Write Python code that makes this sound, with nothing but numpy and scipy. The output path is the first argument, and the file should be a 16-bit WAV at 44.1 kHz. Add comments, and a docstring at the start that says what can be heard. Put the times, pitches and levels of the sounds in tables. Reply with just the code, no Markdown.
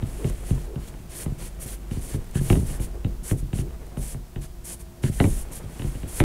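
"""In a quiet room, a felt-tip marker writes digits on a large wall board.
Touches and soft knocks ring the pen's barrel and send a dispersive bending wave through the panel:
a tick, then a low thud; the loose panel knocks back on its frame and swings slowly.
Friction noise makes the felt hiss and sometimes rasp along each stroke, and the hand and sleeve rub;
filtered noise and a few wavering tones make the ventilation's rumble."""
import sys
import numpy as np
from scipy import signal
from scipy.fft import rfft, irfft, next_fast_len
from scipy.io import wavfile

SR = 44100
rng = np.random.default_rng(int(sys.argv[2]) if len(sys.argv) > 2 else 0)


def unload_audio(sound):
    """Save the sound as a 16-bit wav file, at the path given as the first command line argument."""
    columns = np.transpose(np.atleast_2d(sound))
    # keep every value between -1 and 1, then stretch to whole-number steps
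    steps = np.round(np.clip(columns, -1, 1) * 32767)
    wavfile.write(sys.argv[1], SR, steps.astype(np.int16))


N = 275163

# Touches and soft knocks on the panel, faint to firm: (time [s], relative barrel click [dB],
# relative hard clack [dB], relative thud [dB], knock-back relative to the thud [dB])
TOUCHES = [(0.0235, -37, -49.5, -20.5, -20), (0.2436, -34.5, -39.5, -18, -19), (0.297, -52, -46, -35, -11),
           (0.5058, -35, -55, -14.5, -13), (0.7572, -41, -51, -23.5, -25), (0.9391, -48, -50, -41, 6),
           (1.2596, -44, -44.5, -20, -4.5), (1.6532, -58, -53, -30, -9), (1.911, -38.5, -48, -21, 0),
           (2.14, -56, -45, -20, -30), (2.352, -31, -64, -16, -2.5), (2.4545, -47, -62, -30, -17),
           (2.5, -23.5, -23, -10, -15), (2.5275, -27.5, -32, -11.5, -20), (2.5537, -37, -38.5, -45, -16),
           (2.5682, -50, -59, -13.5, -6.5), (2.7006, -39, -51, -29, -17), (2.797, -43, -46, -23.5, -14),
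           (3.0456, -32, -47, -17, -22), (3.311, -43, -33.5, -16, -22), (3.4223, -62, -68, -26, -17),
           (3.5296, -32, -43, -19, -13), (3.5863, -34, -47, -22, -18), (3.7058, -64, -54, -47, -12),
           (3.9699, -38.5, -41, -22, -30), (4.144, -53, -48, -27, -21), (4.3584, -38, -44.5, -26.5, -16),
           (5.0359, -30, -38, -15, -4), (5.2004, -25, -22.5, -10.5, -11), (5.24, -42, -29, -11.5, -23),
           (5.2526, -35, -39, -26, -11), (5.6352, -61, -73, -30.5, -25), (5.7941, -38.5, -42.5, -26, -12),
           (5.819, -33, -46, -27.5, -11), (5.8421, -47, -49, -22, -21), (5.9487, -49, -47, -29.5, -18),
           (6.0307, -44, -46, -27, -12), (6.2014, -21, -23, -11.5, -13), (6.231, -55, -55, -14, -15)]
BEND_DELAY_S = 0.01205   # travel time of a 100 Hz bending wave
RING_SIZE = 2 ** 15   # longest single event [samples]


def from_db(db):
    """Amplitude gain is ten to the power of the level over 20."""
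    return 10 ** (np.asarray(db) / 20)


def rms_one(x):
    """Normalise to unit mean-square power."""
    return x / np.sqrt(np.mean(x ** 2) + 1e-20)


def in_time(rows):
    """Interpolate each column linearly in time, sample by sample."""
    s, *columns = np.transpose(rows)
    return [np.interp(np.arange(N) / SR, s, column) for column in columns]


def at_hz(points, hz):
    """Interpolate a table on a logarithmic frequency axis."""
    known_hz, values = np.transpose(points)
    return np.interp(np.log(np.maximum(hz, 1)), np.log(known_hz), values)


def coloured(x, spectrum):
    """Spectral shaping: multiply the spectrum by a gain curve, then normalise to unit power."""
    size = next_fast_len(len(x))
    hz = np.arange(size // 2 + 1) * SR / size
    shaped = rfft(x, size) * from_db(at_hz(spectrum, hz))
    return rms_one(irfft(shaped, size)[:len(x)])


def drift(rate, size=N):
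    """Slow random modulation: straight lines join normal random values, `rate` of them a second."""
    knots = rng.standard_normal(size // 8)
    return np.interp(np.arange(size) / SR * rate, np.arange(len(knots)), knots)


def add(track, sound, s):
    """Superposition: mix a sound into the track from time s."""
    at = int(np.clip(round(s * SR), 0, N - 1))
    track[at:at + len(sound)] += sound[:N - at]


def slips(spectrum, grain_db, flutter_db, flutter_rate, size=N):
    """Stick-slip friction: countless tiny catches and slips, fluttering with the pressure; unit power."""
    grain = grain_db * drift(2500, size)
    flutter = flutter_db * drift(flutter_rate, size)
    return coloured(rng.standard_normal(size) * from_db(grain + flutter), spectrum)


def swells(rows):
    """Friction follows sliding speed: each short slide speeds up and slows down again."""
    out = np.zeros(N)
    for s, length, db in rows:
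        add(out, from_db(db) * signal.windows.tukey(int(length * SR), .8), s)
    return out


def ventilation(air_db):
    """Broadband flow noise: a steady rush of air with a few randomly modulated tones."""
    # Air colour: (frequency [Hz], relative spectral level [dB])
    air_colour = [(10, -19), (22, 1), (40, -11), (58, 0), (98, -9.5), (171, -8), (300, -24), (534, -29),
                  (800, -28), (1340, -34), (2500, -38), (9000, -38.5), (13000, -40), (15700, -41)]
    # Tones: (frequency [Hz], width [Hz], level [dB])
    tones = [(49.4, 2.31, -39.5), (348, 12, -56), (374.5, 4.1, -63), (648, 8.5, -63.5), (720, 4.6, -69)]
    t = np.arange(N) / SR
    out = from_db(air_db) * coloured(rng.standard_normal(N), air_colour)
    for hz, width, db in tones:
        # complex modulation wavers both strength and phase
        waver = 1 + (drift(2 * width) + 1j * drift(2 * width)) / 2
        out += from_db(db) * rms_one(np.real(waver * np.exp(2j * np.pi * hz * t)))
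    return out


def hand(rub_db, sleeve_db, skid_db):
    """Sliding friction: skin drags unevenly over the panel and now and then skids; the sleeve follows."""
    # Arm moving along the panel: (time [s], relative hand rub [dB], relative sleeve rustle [dB])
    arm_levels = [(0.0, -49.5, -54.5), (0.4, -52, -53), (0.64, -51, -58.5), (0.94, -54, -56),
                  (1.34, -53.5, -55.5), (1.75, -53.5, -57), (2.38, -52.5, -54.5), (2.59, -51, -57.5),
                  (2.88, -51.5, -56.5), (3.35, -57, -62), (3.93, -52, -57.5), (4.38, -60, -62),
                  (5.07, -55, -62), (5.21, -54.5, -56), (5.53, -51, -54.5), (6.24, -52, -53)]
    # Side of the hand skidding to a new place: (time [s], length [s], relative level [dB],
    # pitch relative to the skid colour [ratio])
    skid_events = [(0.168, 0.14, -38.5, 1.06), (0.659, 0.12, -44.5, 1.06), (2.139, 0.076, -42, 1.0),
                   (2.938, 0.051, -46, 1.1), (3.579, 0.15, -44, 0.91)]
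    # Colours of rub, skid and sleeve: (frequency [Hz], relative spectral level [dB])
    rub_colour = [(60, 13.5), (130, 10), (250, 4), (430, 4.5), (550, 0.5), (670, -2), (800, -3),
                  (1200, -8.5), (2500, -17.5), (9000, -60)]
    skid_colour = [(150, -26), (300, -0.5), (380, 6), (500, -3.5), (620, -13.5), (1000, -23), (2000, -56)]
    sleeve_colour = [(400, -39), (1200, -2.5), (2000, 0), (3200, -3), (5000, -11), (9000, -3), (15500, -17)]
    # level changes are stretched about the reference, so rubbing falls away faster as the arm comes to rest
    reference_db, contrast = -52, 1.78
    rub, sleeve = [from_db(reference_db + contrast * (db - reference_db)) for db in in_time(arm_levels)]

    out = from_db(rub_db) * rub * slips(rub_colour, grain_db=0.5, flutter_db=3.0, flutter_rate=86)
    for s, length, db, pitch in skid_events:
        colour = [(hz * pitch, level) for hz, level in skid_colour]
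        skid = slips(colour, grain_db=2.5, flutter_db=1.5, flutter_rate=140, size=RING_SIZE)
        add(out, swells([(0, length, db + skid_db)])[:RING_SIZE] * skid, s)
    rustle = slips(sleeve_colour, grain_db=3.0, flutter_db=1.5, flutter_rate=220)
    return out + from_db(sleeve_db) * sleeve * rustle


def bending_wave(spectrum):
    """Dispersion: bending waves travel as the root of frequency, so a tap is a falling chirp; peak 1."""
    hz = np.arange(RING_SIZE // 2 + 1) * SR / RING_SIZE
    # this phase delays each frequency by BEND_DELAY_S * sqrt(100 / hz)
    phase = 4 * np.pi * BEND_DELAY_S * np.sqrt(100 * hz)
    wave = irfft(from_db(at_hz(spectrum, hz)) * np.exp(-1j * phase))
    return wave / np.abs(wave).max() * (np.arange(RING_SIZE) < RING_SIZE // 8)


def ringing(modes, spread_db, count):
    """Modal decay: modes start as the bending wave reaches them, with strengths that vary by touch."""
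    hz, db, t60 = np.transpose(modes)[:, :, None]
    arrival = BEND_DELAY_S * np.sqrt(100 / hz)
    age = np.maximum(np.arange(RING_SIZE) / SR - arrival, 0)
    strengths = from_db(spread_db * rng.standard_normal((count, len(modes))))
    return strengths @ (from_db(db - 60 * age / t60) * np.sin(2 * np.pi * hz * age))


def scatter(count, build_s):
    """Reverberation: frame and wall reflections, new for each touch, die band by band; unit energy."""
    # Decay of scattered waves in panel and room: (frequency [Hz], t60 [s])
    decay_times = [(40, 0.26), (130, 0.24), (350, .22), (800, 0.12), (2000, 0.095), (5000, .13)]
    t = np.arange(RING_SIZE // 2) / SR
    edges_hz = np.geomspace(25, 12800, 10)
    white, out = rng.standard_normal((count, len(t))), 0
    for low, high in zip(edges_hz, edges_hz[1:]):
        band_filter = signal.butter(2, [low, high], "band", fs=SR, output="sos")
        t60 = at_hz(decay_times, np.sqrt(low * high))
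        out = out + signal.sosfilt(band_filter, white) * from_db(-60 * t / t60)
        white = white[:, ::-1]   # reversed noise for the next band
    out = out * (1 - np.exp(-t / build_s))
    return out / np.sqrt(np.sum(out ** 2, axis=1, keepdims=True))


def chatter(length_s, share):
    """Repeated impact: a first contact, then a decaying cluster of tiny ones; unit energy."""
    t = np.arange(RING_SIZE // 64) / SR
    contacts = rng.standard_normal(len(t)) * np.exp(-t / length_s)
    contacts *= share / np.linalg.norm(contacts)
    contacts[0] += 1
    return contacts / np.linalg.norm(contacts)


def taps(thud_db, clack_db, barrel_db, knock_db, thud_scatter_db, tick_scatter_db, knock_scatter_db, lead_s):
    """Impact excitation: each touch sends chirps, rings pen and panel, scatters, and is knocked back."""
    # Colours of thud, clack and mid-range knock: (frequency [Hz], relative spectral level [dB])
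    thud_colour = [(18, -16), (45, -9), (72, -4), (110, 3), (170, -4), (250, -11.5), (380, -19),
                   (500, -25.5), (800, -38.5), (1300, -47), (2500, -89)]
    clack_colour = [(300, 1), (700, 2), (1100, 4.5), (1600, 1.5), (2400, 5), (3200, -7), (4100, -10),
                    (5000, -27), (8000, -39), (15000, -47)]
    knock_colour = [(120, -28), (240, 1), (340, 5.5), (460, -1), (620, -3), (900, -9), (1500, -40),
                    (4000, -62)]
    # Panel and pen barrel modes: (frequency [Hz], relative level [dB], t60 [s])
    panel_modes = [(48, -13.5, 0.31), (95.5, -13, 0.2), (135.1, -12, 0.3), (163, -27, 0.54),
                   (199.1, -26.5, 0.54), (247.5, -28.5, 0.42), (307.2, -25.5, 0.15), (364, -25.5, 0.17),
                   (481, -33, 0.15), (584, -42, 0.21)]
    barrel_modes = [(2470, -12, 0.022), (2784, 6, 0.0079), (2930, 2, 0.012), (3135, -4.5, 0.023),
                    (3710, -9.5, 0.021), (3840, -29, .016), (4580, -33, 0.014)]
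    # A grazing touch: (relative barrel click [dB], relative hard clack [dB], relative thud [dB],
    # knock-back relative to the thud [dB])
    graze = (-62, -58, -37, -17)
    graze_count = 8   # faint extra touches at random times
    knock_back_s = .057   # the loose panel falls back on its frame this long after a touch

    touches = list(TOUCHES) + [(s, *graze) for s in rng.uniform(0, N / SR, graze_count)]
    count = len(touches)
    thud, clack, knock = bending_wave(thud_colour), bending_wave(clack_colour), bending_wave(knock_colour)
    panels = ringing(panel_modes, spread_db=4.0, count=count)
    barrels = ringing(barrel_modes, spread_db=1.5, count=count)
    tails = scatter(count, build_s=0.0031)
    out = np.zeros(N)
    for touch, panel, barrel, tail in zip(touches, panels, barrels, tails):
        s, pen_db, hard_db, push_db, back_db = touch
        start = s - lead_s
        push = from_db(push_db + thud_db)
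        landing = signal.fftconvolve(clack, chatter(length_s=0.002, share=1.0))[:RING_SIZE]
        tick = from_db(hard_db + clack_db) * landing + from_db(pen_db + barrel_db) * barrel
        # a hard landing is brief, so it also wakes the panel's middle range
        middle = from_db(hard_db + knock_db) * knock
        scattered = from_db(thud_scatter_db) * push * thud
        scattered = scattered + from_db(tick_scatter_db) * tick
        scattered = scattered + from_db(knock_scatter_db) * middle
        # the panel is pushed away from the listener, so the pressure falls first
        body = -push * (thud + panel)
        add(out, body - middle - tick, start)
        add(out, from_db(back_db) * body, start + knock_back_s)
        add(out, signal.fftconvolve(scattered[:RING_SIZE // 8], tail), start)
    return out


def sway(sway_db):
    """Forced swing: each listed touch swells a low noise, louder after a heavy thud; powers add."""
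    # Swing colour: (frequency [Hz], relative spectral level [dB])
    sway_colour = [(14, 8), (26, 18.5), (45, 18.5), (70, 8), (130, -37.5)]
    rise_s, decay_s = .03, .15
    follows = 0.61   # swing per thud level [dB per dB]
    t, power = np.arange(RING_SIZE) / SR, np.zeros(N)
    swing = (1 - np.exp(-t / rise_s)) * np.exp(-t / decay_s)
    for s, _, _, push_db, _ in TOUCHES:
        add(power, (from_db(follows * push_db + sway_db) * swing) ** 2, s)
    return np.sqrt(power) * coloured(rng.standard_normal(N), sway_colour)


def stroke_shape(length, swell_db):
    """Energy envelope: a stroke speeds up, swells or fades with pressure, stops, and lingers in the room."""
    attack_s, release_s = 0.028, 0.035   # the nib gathers speed, and slows to a stop
    linger_s, linger_share = 0.013, 0.083   # the room holds a share of the power for a moment
    t = np.arange(RING_SIZE // 2) / SR
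    speed = np.clip(np.minimum(t / attack_s, (length - t) / release_s), 0, 1)
    pressure = from_db(swell_db * (np.minimum(t / length, 1) - .5))
    power = (np.sin(np.pi / 2 * speed) * pressure) ** 2
    hold = np.exp(-1 / (linger_s * SR))
    return np.sqrt(power + linger_share * signal.lfilter([1 - hold], [1, -hold], power))


def felt(nib_db, friction_db, rasp_db, flick_s):
    """Stick-slip friction: nib hiss over broad friction in each stroke, with dry rasps and quick flicks."""
    # Strokes: (time [s], length [s], relative nib hiss [dB], relative broad friction [dB],
    # swell from start to end [dB], brightness [dB per octave])
    strokes = [(0.044, .22, -52, -57.5, 3, 3), (0.24, 0.078, -47.5, -49, 1, -1),
               (0.288, 0.23, -55, -65, 5, -4), (0.444, 0.087, -46, -51, 8, -1),
               (0.507, 0.17, -55.5, -57, -2, 4), (0.787, 0.13, -59, -56.5, -1, 1),
               (0.865, 0.037, -47, -52, -3, 2), (1.09, .07, -47.5, -51, 1, -3),
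               (1.135, 0.12, -39, -47.5, 5.5, 3), (1.376, 0.12, -46, -50.5, 5, 2),
               (1.593, 0.063, -38.5, -50, 8, 6), (1.644, .12, -42.5, -50, 0, 7),
               (1.901, 0.14, -52, -54.5, -8, -1), (2.005, 0.082, -44, -52.5, -1, 2),
               (2.066, 0.11, -43.5, -49.5, -3, -1), (2.34, 0.064, -39, -46, -2, -9),
               (2.396, .15, -39.5, -48.5, 10, 4), (2.527, 0.16, -47.5, -57, -18, -5),
               (2.649, 0.14, -44.5, -52.5, -4, -1), (2.794, 0.079, -43, -50.5, -3, 1),
               (3.227, .11, -37.5, -49, 8, -1), (3.363, 0.051, -45.5, -56, 10, -2),
               (3.526, 0.1, -44, -50, 7, -4), (3.965, 0.093, -46.5, -59, 3, -1),
               (4.003, 0.15, -42, -52, 0, 0), (4.405, 0.073, -50, -53, -5, -3),
               (4.638, .12, -38, -50, 3.5, -1.5), (4.786, .044, -44, -53.5, 5, 3),
               (5.02, 0.093, -44, -47, -5, -1), (5.105, .165, -42.5, -51.5, 6, -1),
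               (5.242, 0.2, -41.5, -53, 1.5, 0), (5.51, 0.091, -41, -52, -2, 3),
               (5.683, 0.21, -53.5, -57, 8, 4), (5.854, 0.2, -54.5, -58.5, -10, 2),
               (6.069, .052, -41.5, -50, 1, 4), (6.099, .122, -37.5, -48.5, 16.5, 2)]
    # The nib drags dry and judders: (time [s], length [s], relative level [dB])
    rasp_events = [(1.1, 0.19, -61), (2.105, 0.065, -53), (2.338, 0.07, -42.5), (2.665, 0.14, -53),
                   (3.28, 0.058, -47), (5.04, 0.054, -45), (5.17, 0.047, -51)]
    # Sharp flicks as the felt catches: (time [s], relative level [dB])
    flick_events = [(.299, -38), (1.626, -49), (2.245, -51), (2.312, -45), (3.868, -49)]
    # Colours of nib, broad friction and rasp: (frequency [Hz], relative spectral level [dB])
    nib_colour = [(3000, -40), (5500, -13), (7000, -8), (8000, -5.5), (8900, -1), (9800, -1.5),
                  (10300, -2.5), (11000, -3), (11900, -8), (13000, -12.5), (15500, -20)]
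    friction_colour = [(450, 14.5), (680, 8.5), (900, 5.5), (1300, 3.5), (2200, 7), (2700, 4.5), (3100, 6),
                       (4000, 1.5), (4400, 5), (4900, 1), (5800, 3), (7500, 4), (12500, -8.5),
                       (15500, -4.5)]
    rasp_colour = [(600, -3), (1200, -1), (1750, 11), (2300, -6), (2950, 4), (3500, -5), (4400, -28),
                   (9000, -32)]
    tilt_hz = 9500   # a stroke's brightness tilts the hiss above this frequency

    judder = slips(rasp_colour, grain_db=6.5, flutter_db=0.0, flutter_rate=430)
    out = from_db(rasp_db) * swells(rasp_events) * judder
    for s, length, hiss_db, broad_db, swell_db, bright_db in strokes:
        shape = stroke_shape(length, swell_db)
        size = len(shape)
        colour = [(hz, db + bright_db * max(np.log2(hz / tilt_hz), 0)) for hz, db in nib_colour]
        hiss = slips(colour, grain_db=1.2, flutter_db=1.1, flutter_rate=163, size=size)
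        broad = slips(friction_colour, grain_db=2.5, flutter_db=1.2, flutter_rate=45.6, size=size)
        add(out, shape * (from_db(nib_db + hiss_db) * hiss + from_db(friction_db + broad_db) * broad), s)

    t, flicks = np.arange(N) / SR, np.zeros(N)
    for s, db in flick_events:
        flicks += from_db(db) * np.exp(-np.minimum(((t - s) / flick_s) ** 2, 20))
    nib_noise = coloured(rng.standard_normal(N), nib_colour)
    broad_noise = coloured(rng.standard_normal(N), friction_colour)
    return out + flicks * (nib_noise + broad_noise / 2)


def scene():
    """Linear superposition of writing sounds and ventilation, in one channel."""
    air = ventilation(air_db=-43.5)
    rubbing = hand(rub_db=8, sleeve_db=0, skid_db=2)
    knocks = taps(thud_db=2.5, clack_db=7.0, barrel_db=-4.5, knock_db=1.0, thud_scatter_db=-8.5,
                  tick_scatter_db=-8.5, knock_scatter_db=4.0, lead_s=0.00089)
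    swinging = sway(sway_db=-16.5)
    strokes = felt(nib_db=0.0, friction_db=4.5, rasp_db=-0.5, flick_s=0.0015)
    return (air + rubbing + knocks + swinging + strokes)[None]


def record(dry):
    """Band limiting: a steep elliptic low-pass cuts the top."""
    cutoff_hz = 15650
    low_pass = signal.ellip(12, .1, 90, cutoff_hz, fs=SR, output="sos")
    return signal.sosfilt(low_pass, dry)


dry = scene()
out = record(dry)
unload_audio(out)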